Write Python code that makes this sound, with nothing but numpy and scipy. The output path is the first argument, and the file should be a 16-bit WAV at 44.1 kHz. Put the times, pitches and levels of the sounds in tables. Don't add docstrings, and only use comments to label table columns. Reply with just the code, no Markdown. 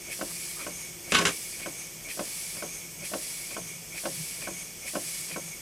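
import sys
import numpy as np
from scipy import signal
from scipy.fft import rfft, irfft, next_fast_len
from scipy.io import wavfile
from scipy.ndimage import map_coordinates

SR = 44100
rng = np.random.default_rng(int(sys.argv[2]) if len(sys.argv) > 2 else 0)


def wrap_up_sound(samples):
    columns = np.atleast_2d(samples).T
    tamed = np.clip(columns, -1, 1)
    steps = np.round(tamed * 32767).astype(np.int16)
    wavfile.write(sys.argv[1], SR, steps)


N = 247401

DEAD_CENTRE_TIMES = [-.8, -.34, .211, .665, 1.2, 1.659, 2.192, 2.623, 3.135, 3.565, 4.054, 4.472, 4.953,
                     5.36, 5.85]
# turn, level_db
UP_PORT_FLOW = [(0, 0), (.05, 0.5), (.12, 2), (.27, 1.5), (.42, -0.5), (.48, -2), (.55, -19), (.7, -44),
                (.87, -21), (.9, -5.5), (.92, 2.5), (.96, 1.5)]
# turn, level_db
DOWN_PORT_FLOW = [(.1, -20), (.47, -34), (.51, 0), (.56, -2), (.63, 1), (.67, -1.5), (.73, -8), (.8, -14.5),
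                  (.87, -4), (.95, -21)]
# turn, level_db
EXHAUST_FLOW = [(0, -9), (.05, -11), (.12, -2.5), (.38, 0), (.42, -7), (.47, 4.5), (.52, -3.5), (.65, 0),
                (.76, -6), (.84, -10.5), (.875, 2), (.93, 3), (.97, -24)]
# frequency_hz, density_db
UP_HISS_SPECTRUM = [(200, -21), (700, -11), (1450, -12.5), (2000, -6.5), (3100, -5.5), (3950, -6),
                    (4900, 0.5), (7200, -1.5), (8200, 1.5), (9900, -2.5), (11700, -2.5), (12050, -4),
                    (13000, -6.5), (15000, -17)]
# frequency_hz, density_db
DOWN_HISS_SPECTRUM = [(300, -14), (750, -9.5), (1400, -13), (2700, -8.5), (4000, -10.5), (5500, -8),
                      (7200, -9), (8600, -1.5), (9300, -2), (10400, -5.5), (11500, -2), (12100, -17),
                      (13200, -21), (15000, -29)]
# frequency_hz, density_db
LEAK_SPECTRUM = [(700, -12), (1500, -21.5), (2000, -6), (3400, -5), (3950, -12), (5500, 0.5), (7200, -3),
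                 (8100, 1), (9500, -4.5), (12300, -8.5), (13200, 0), (14000, -10.5), (15000, -7.5),
                 (15700, -30)]
# centre_hz, width_hz, level_db
UP_PORT_RESONANCES = [(8260, 630, -4), (10400, 440, 0.5)]
# centre_hz, width_hz, level_db
DOWN_PORT_RESONANCES = [(6450, 560, 0), (8600, 400, -7)]
# centre_hz, width_hz, level_db
PIPE_RESONANCES = [(2229, 52, 11), (2373, 180, 3.5), (2520, 150, -14)]
# turn, level_db
BEARING_LOAD_CYCLE = [(.05, 1.5), (.15, -1.5), (.39, -0.5), (.44, 3), (.5, 2.5), (.6, 0), (.85, 0),
                      (.9, 3.5), (.95, -3.5)]
# frequency_hz, density_db
RUMBLE_SPECTRUM = [(22, -14), (35, 4), (70, -5.5), (100, -2), (160, 1), (260, -5), (370, -3.5), (600, -6.5),
                   (900, -13), (2000, -14.5), (5000, -60)]
# centre_hz, width_hz, level_db
MOAN_RESONANCES = [(347.5, 17, 7), (385, 25, -14)]
# time_s, level_db
MOAN_COURSE = [(0.0, -58), (0.63, -54.5), (0.78, -61), (0.93, -56.5), (2.8, -65), (5.61, -65.5)]
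# centre_hz, width_hz, level_db
BENCH_RESONANCES = [(128.7, 11, 0.5), (164.7, 27, 4.5)]
# time_s, level_db
HUM_COURSE = [(0.0, -61), (0.63, -53.5), (0.93, -54), (1.05, -61), (1.93, -60), (2.02, -50.5), (2.11, -64),
              (3.04, -50.5), (3.28, -62), (3.7, -48.5), (4.03, -59), (4.21, -43), (4.27, -60),
              (4.45, -48.5), (4.84, -59), (5.61, -50.5)]
# turn, click_db, thud_db, ring_db, hardening_db_per_rev_per_s
BEARING_KNOCKS = [(0, -19, -32.3, -34.7, 20), (.436, -27, -50, -47, 0), (.5, -23.5, -37, -36.5, 5),
                  (.886, -35, -50, -54, 0), (.981, -43, -42, -49, 10)]
# frequency_hz, level_db, t60_s
FRAME_MODES = [(185.3, 2, 0.094), (216, -2, 0.089), (288, -3, 0.18), (336, 2.5, 0.14), (409.4, -5, .13),
               (453.4, -4.5, 0.13), (538.7, 3, 0.12), (586, 4.5, 0.093), (633, -0.5, 0.062),
               (742, -1.5, 0.091), (881, -12, 0.12), (959, -11, 0.13), (1057, -3.5, 0.08), (1083, 0, 0.066),
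               (1277, -7.5, 0.065), (1348, -12, 0.095), (1473, -7.5, 0.052), (1536, -3, 0.055),
               (1666, -15, 0.086), (2300, -22, .07), (2700, -28, 0.082), (2980, -16, 0.026)]
# frequency_hz, density_db
THUD_SPECTRUM = [(71, -41), (120, -13.5), (306, -3), (436, -13.5), (523, -6), (584, -3), (763, -10),
                 (841, -31), (1030, -15), (1200, -28), (1510, -19), (1770, -19), (2200, -51), (2860, -56),
                 (4840, -120)]
# frequency_hz, density_db
CLICK_SPECTRUM = [(500, -28), (1100, 0), (1600, -6), (2000, -5), (2600, -4), (3000, -1.5), (3500, -10.5),
                  (6000, -10), (10000, -38)]
# turn, level_db
VALVE_REVERSALS = [(.438, -40.5), (.474, -41.5), (.92, -35.5)]
# centre_hz, width_hz, level_db
VALVE_RESONANCES = [(1840, 270, -9.5), (2430, 200, 2.5), (3250, 440, -10.5), (4340, 310, -12)]
# centre_s, level_db, half_length_s
CROSSHEAD_RUBS = [(.31, -48, .012), (0.598, -47, 0.033)]
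# centre_hz, width_hz, level_db
GUIDE_RESONANCES = [(1200, 250, 2), (1660, 250, -6)]
# start_s, thump_db, ring_db, crack_db, fizz_db
CLATTER_BLOWS = [(1.12, -23, -22.5, -25, -27), (1.145, -36, -22.5, -18, -24.5),
                 (1.151, -27, -17.5, -20, -24.5), (1.186, -31, -22, -33, -28),
                 (1.213, -26, -26.5, -32.5, -31.5), (1.252, -25.5, -20, -23, -20.5),
                 (1.27, -26.5, -21.5, -28.5, -30)]
# frequency_hz, level_db, t60_s
OBJECT_MODES = [(173.2, -4, 0.45), (221, -11, 0.38), (406, -5.5, 0.33), (1094, -8, 0.27), (1114, -10, .18),
                (1308, -16, 0.4), (1449, -9, 0.13), (1503, 0, 0.23), (1558, 0, 0.15), (1687, -2, 0.16),
                (2173, 1.5, 0.11), (2670, -18, 0.14), (2940, -17, .11), (3080, -25, .11), (3460, -16, .11)]
# frequency_hz, density_db
CRASH_SPECTRUM = [(26, -39), (45, 0), (97, -9), (175, 0), (360, 0.5), (405, 2), (477, -1), (836, -8),
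                  (1080, -3), (1530, -3), (1810, -3), (2820, -4.5), (4000, -12), (6850, -19), (12000, -30),
                  (15600, -57), (22000, -120)]
# frequency_hz, density_db
FIZZ_SPECTRUM = [(4400, -50), (4800, 0), (6800, 0.5), (8200, -4.5), (10500, -7.5), (12500, -37),
                 (15000, -60)]
# frequency_hz, correlation
STEREO_LIKENESS = [(40, 0.84), (200, 0.97), (1000, 0.79), (2300, 0.98), (4000, 1), (4800, 1), (7500, 1),
                   (10500, 0.87), (13000, 0.53)]
# frequency_hz, t60_s
ROOM_DECAY = [(150, 0.4), (500, 0.067), (1500, 0.15), (4000, 0.19), (10000, 0.23)]
# frequency_hz, side_over_mid_db
ROOM_SPREAD = [(400, -6), (1000, -2), (2500, 2.5), (8000, 1)]

PORT_RISE_PER_TURN, PORT_RISE_END_TURN = .16, .62
HUM_HZ, HUM_WANDER_HZ = 168.7, 7
USUAL_REV_PER_S = 1.07
SCRAPE_SCATTER_DB = 1.4
BOUNCE_S, BOUNCE_LOSS_DB = .011, 7
AT_REST_S, CHOKE_DB_PER_S = 1.269, 220
HIGH_PASS_HZ, TOP_HZ = 27, 15820


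def amp(db):
    return 10 ** (np.asarray(db) / 20)


def unit(x):
    return x / np.sqrt(np.mean(x ** 2) + 1e-20)


def along(points, hz):
    f, v = np.transpose(points)
    return np.interp(np.log(hz + 1), np.log(f + 1), v)


def colour(points):
    return lambda hz: amp(along(points, hz))


def resonant(peaks):
    def response(hz):
        return sum(amp(db) / (1 + ((hz - centre) / (width * 0.71)) ** 2) for centre, width, db in peaks)
    return response


def filtered(x, response):
    n = x.shape[-1]
    m = next_fast_len(n + SR // 4)
    spectrum = rfft(x, m) * response(np.fft.rfftfreq(m, 1 / SR))
    return irfft(spectrum, m)[..., :n]


def noise(response, size=N):
    def mid_side_response(hz):
        angle = np.arccos(np.clip(along(STEREO_LIKENESS, hz), 0, .998)) / 2
        return response(hz) * np.array([np.cos(angle), np.sin(angle)])
    mid, side = filtered(rng.standard_normal((2, size)), mid_side_response)
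    return unit(np.array([mid + side, mid - side]))


def wobble(rate):
    knots = rng.standard_normal(int(N * rate / SR) + 4)
    return map_coordinates(knots, [np.arange(N) * rate / SR])


def dying(t, t60, attack):
    return amp(-60 * t / t60) * (1 - np.exp(-t / attack))


def add(track, s, sound):
    part = track[:, round(s * SR):][:, :sound.shape[-1]]
    part += sound[..., :part.shape[1]]


def curve(rows):
    return np.interp(np.arange(N) / SR, *np.transpose(rows))


def crank():
    return np.interp(np.arange(N) / SR, DEAD_CENTRE_TIMES, np.arange(len(DEAD_CENTRE_TIMES)) / 2)


def passes(turn):
    turns = np.arange(len(DEAD_CENTRE_TIMES)) / 2
    at = np.arange(turns[-1]) + turn
    s = np.interp(at, turns, DEAD_CENTRE_TIMES)
    speed = np.interp(at, turns, .5 / np.gradient(DEAD_CENTRE_TIMES))
    return zip(s[s > 0], speed[s > 0])


def per_turn(points):
    turn, db = np.transpose(points)
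    return amp(np.interp(crank(), turn, db, period=1))


def glide(x, ratio):
    position = np.cumsum(ratio)
    return np.array([map_coordinates(channel, [position], mode='mirror') for channel in x])


def wall(x, wet_db, count=40):
    delay = rng.uniform(.001, .014, count)
    strength = rng.standard_normal(count) * np.exp(-delay / 0.0082)
    echoes = np.bincount((delay * SR).astype(int), strength)
    echoes = echoes[None] / np.linalg.norm(echoes)
    return x + amp(wet_db) * signal.fftconvolve(x, echoes, axes=1)[:, :N]


def air():
    up_hiss = amp(-42.0) * noise(colour(UP_HISS_SPECTRUM))
    up_whistle = amp(-46.0) * noise(resonant(UP_PORT_RESONANCES))
    up = per_turn(UP_PORT_FLOW) * (up_hiss + up_whistle)

    before_end = np.minimum(crank() % 1 - PORT_RISE_END_TURN, 0)
    pitch_ratio = 1 + PORT_RISE_PER_TURN * before_end + .008 * wobble(12)
    down_hiss = amp(-45.5) * noise(colour(DOWN_HISS_SPECTRUM))
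    down_whistle = amp(-45.5) * glide(noise(resonant(DOWN_PORT_RESONANCES)), pitch_ratio)
    down = per_turn(DOWN_PORT_FLOW) * (down_hiss + down_whistle)

    flutter = amp(1.3 * wobble(45))
    pipe = per_turn(EXHAUST_FLOW) * flutter * amp(-48) * noise(resonant(PIPE_RESONANCES))
    sputter = amp(0.65 * wobble(4.87) + 0.45 * wobble(80))
    leak = amp(-44.5) * noise(colour(LEAK_SPECTRUM))
    return wall((up + down) * sputter + leak, wet_db=-7.5) + pipe


def rumble():
    hum_phase = 2 * np.pi * np.cumsum(HUM_HZ + HUM_WANDER_HZ * wobble(35)) / SR
    tone = amp(-1.5 + 3 * wobble(20)) * np.sin(hum_phase)
    hum = amp(curve(HUM_COURSE) + .3) * (tone + amp(-5) * noise(resonant(BENCH_RESONANCES)))
    bearings = amp(-52.5) * per_turn(BEARING_LOAD_CYCLE) * noise(colour(RUMBLE_SPECTRUM))
    moan = amp(curve(MOAN_COURSE) - 2.0) * noise(resonant(MOAN_RESONANCES))
    return bearings + moan + hum


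def knocks():
    out, t = np.zeros((2, N)), np.arange(SR // 3) / SR
    hz, db, t60 = np.transpose(FRAME_MODES)[:, :, None]
    phase = rng.random(hz.shape)
    modes = dying(t, t60, attack=2.04 / hz) * np.sin(2 * np.pi * (hz * t + phase))
    for turn, *levels_db, hardening_db in BEARING_KNOCKS:
        for s, speed in passes(turn):
            excess_db = hardening_db * (speed - USUAL_REV_PER_S)
            click_db, thud_db, ring_db = np.array(levels_db) + excess_db
            soft_db = .4 * min(thud_db + 35, 0)
            strength_db = np.where(hz < 900, thud_db + 0.44, ring_db + soft_db + 4.5)
            strength_db = strength_db + rng.normal(0, 1.6, hz.shape)
            add(out, s, np.sum(amp(db + strength_db) * modes, axis=0))

            thud = dying(t, t60=0.21, attack=0.0087) * noise(colour(THUD_SPECTRUM), size=len(t))
            add(out, s, amp(thud_db - 3.5) * thud)
            click = dying(t, t60=0.052, attack=0.0019) * noise(colour(CLICK_SPECTRUM), size=len(t))
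            add(out, s, amp(click_db + soft_db - 11) * click)
            bump = dying(t, t60=0.072, attack=0.01) * noise(resonant([(600, 190, 0)]), size=len(t))
            add(out, s + 0.011, amp(thud_db + soft_db + 7.0) * bump)
    return out


def scrapes():
    out, t = np.zeros((2, N)), np.arange(SR // 6) / SR
    lead = .03
    swell = amp(np.minimum(400 * (t - lead), -600 * (t - lead)))
    for turn, db in VALVE_REVERSALS:
        for s, _ in passes(turn):
            level_db = db - 3.5 + SCRAPE_SCATTER_DB * rng.standard_normal()
            rasp = swell * noise(resonant(VALVE_RESONANCES), size=len(t))
            add(out, s + .005 - lead, amp(level_db) * rasp)
    grit = amp(2.4 * wobble(400))
    return out * grit


def rubs():
    t = np.arange(N) / SR
    contact = sum(amp(db) * np.exp(-((t - s) / half) ** 2) for s, db, half in CROSSHEAD_RUBS)
    scratch = amp(2.5 * wobble(150.3))
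    return contact * scratch * noise(resonant(GUIDE_RESONANCES))


def clatter():
    out, ringing, t = np.zeros((2, N)), np.zeros((2, N)), np.arange(SR // 2) / SR

    def band(lo_hz, hi_hz):
        return noise(lambda hz: colour(CRASH_SPECTRUM)(hz) * (hz > lo_hz) * (hz < hi_hz), size=len(t))

    def mode(hz, db, t60):
        level = amp(db + rng.normal(0, 1))
        return level * dying(t, t60, attack=.0015) * np.sin(2 * np.pi * (hz * t + rng.random()))

    for start, *levels_db in CLATTER_BLOWS:
        for rebound in range(2):
            s = start + rebound * BOUNCE_S
            thump_db, ring_db, crack_db, fizz_db = np.array(levels_db) - rebound * BOUNCE_LOSS_DB
            ring = sum(mode(*row) for row in OBJECT_MODES)
            add(ringing, s, amp(ring_db - 9.5) * ring)
            add(out, s, amp(thump_db - 4.0) * dying(t, t60=0.17, attack=0.00088) * band(43, 800))
            add(out, s, amp(ring_db - 4.5) * dying(t, t60=0.12, attack=0.00064) * band(800, 2500))
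            add(out, s, amp(crack_db - 1.5) * dying(t, t60=0.14, attack=0.0012) * band(2500, 4700))
            fizz = dying(t, t60=0.14, attack=0.00087) * noise(colour(FIZZ_SPECTRUM), size=len(t))
            add(out, s, amp(fizz_db - 3) * fizz)
            add(out, s, amp(ring_db + 3.5) * dying(t, t60=0.0056, attack=0.00014) * band(1000, 8000))
    chatter = amp(1.8 * wobble(220))
    resting_s = np.clip(np.arange(N) / SR - AT_REST_S, 0, 1)
    return out * chatter + ringing * amp(-CHOKE_DB_PER_S * resting_s)


def room(x):
    hz, t, z = signal.stft(rng.standard_normal((2, SR // 2)), SR, nperseg=256)
    z = z * amp(-60 * t / along(ROOM_DECAY, hz)[:, None])
    spread = colour(ROOM_SPREAD)(hz)[:, None]
    mid, side = signal.istft(np.array([z[0], z[1] * spread]), SR, nperseg=256)[1]
    tail = np.array([mid + side, mid - side]) / (np.sqrt(2) * np.linalg.norm(mid))
    return signal.fftconvolve(x, tail, axes=1)[:, :N]


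def scene():
    engine = knocks() + scrapes() + rubs()
    crash = clatter()
    reverberation = room(amp(-17.5) * engine + amp(-13.5) * crash)
    return air() + rumble() + engine + crash + reverberation


def record(dry):
    return filtered(dry, lambda hz: (hz < TOP_HZ) * hz ** 4 / (hz ** 4 + HIGH_PASS_HZ ** 4))


dry = scene()
out = record(dry)
wrap_up_sound(out)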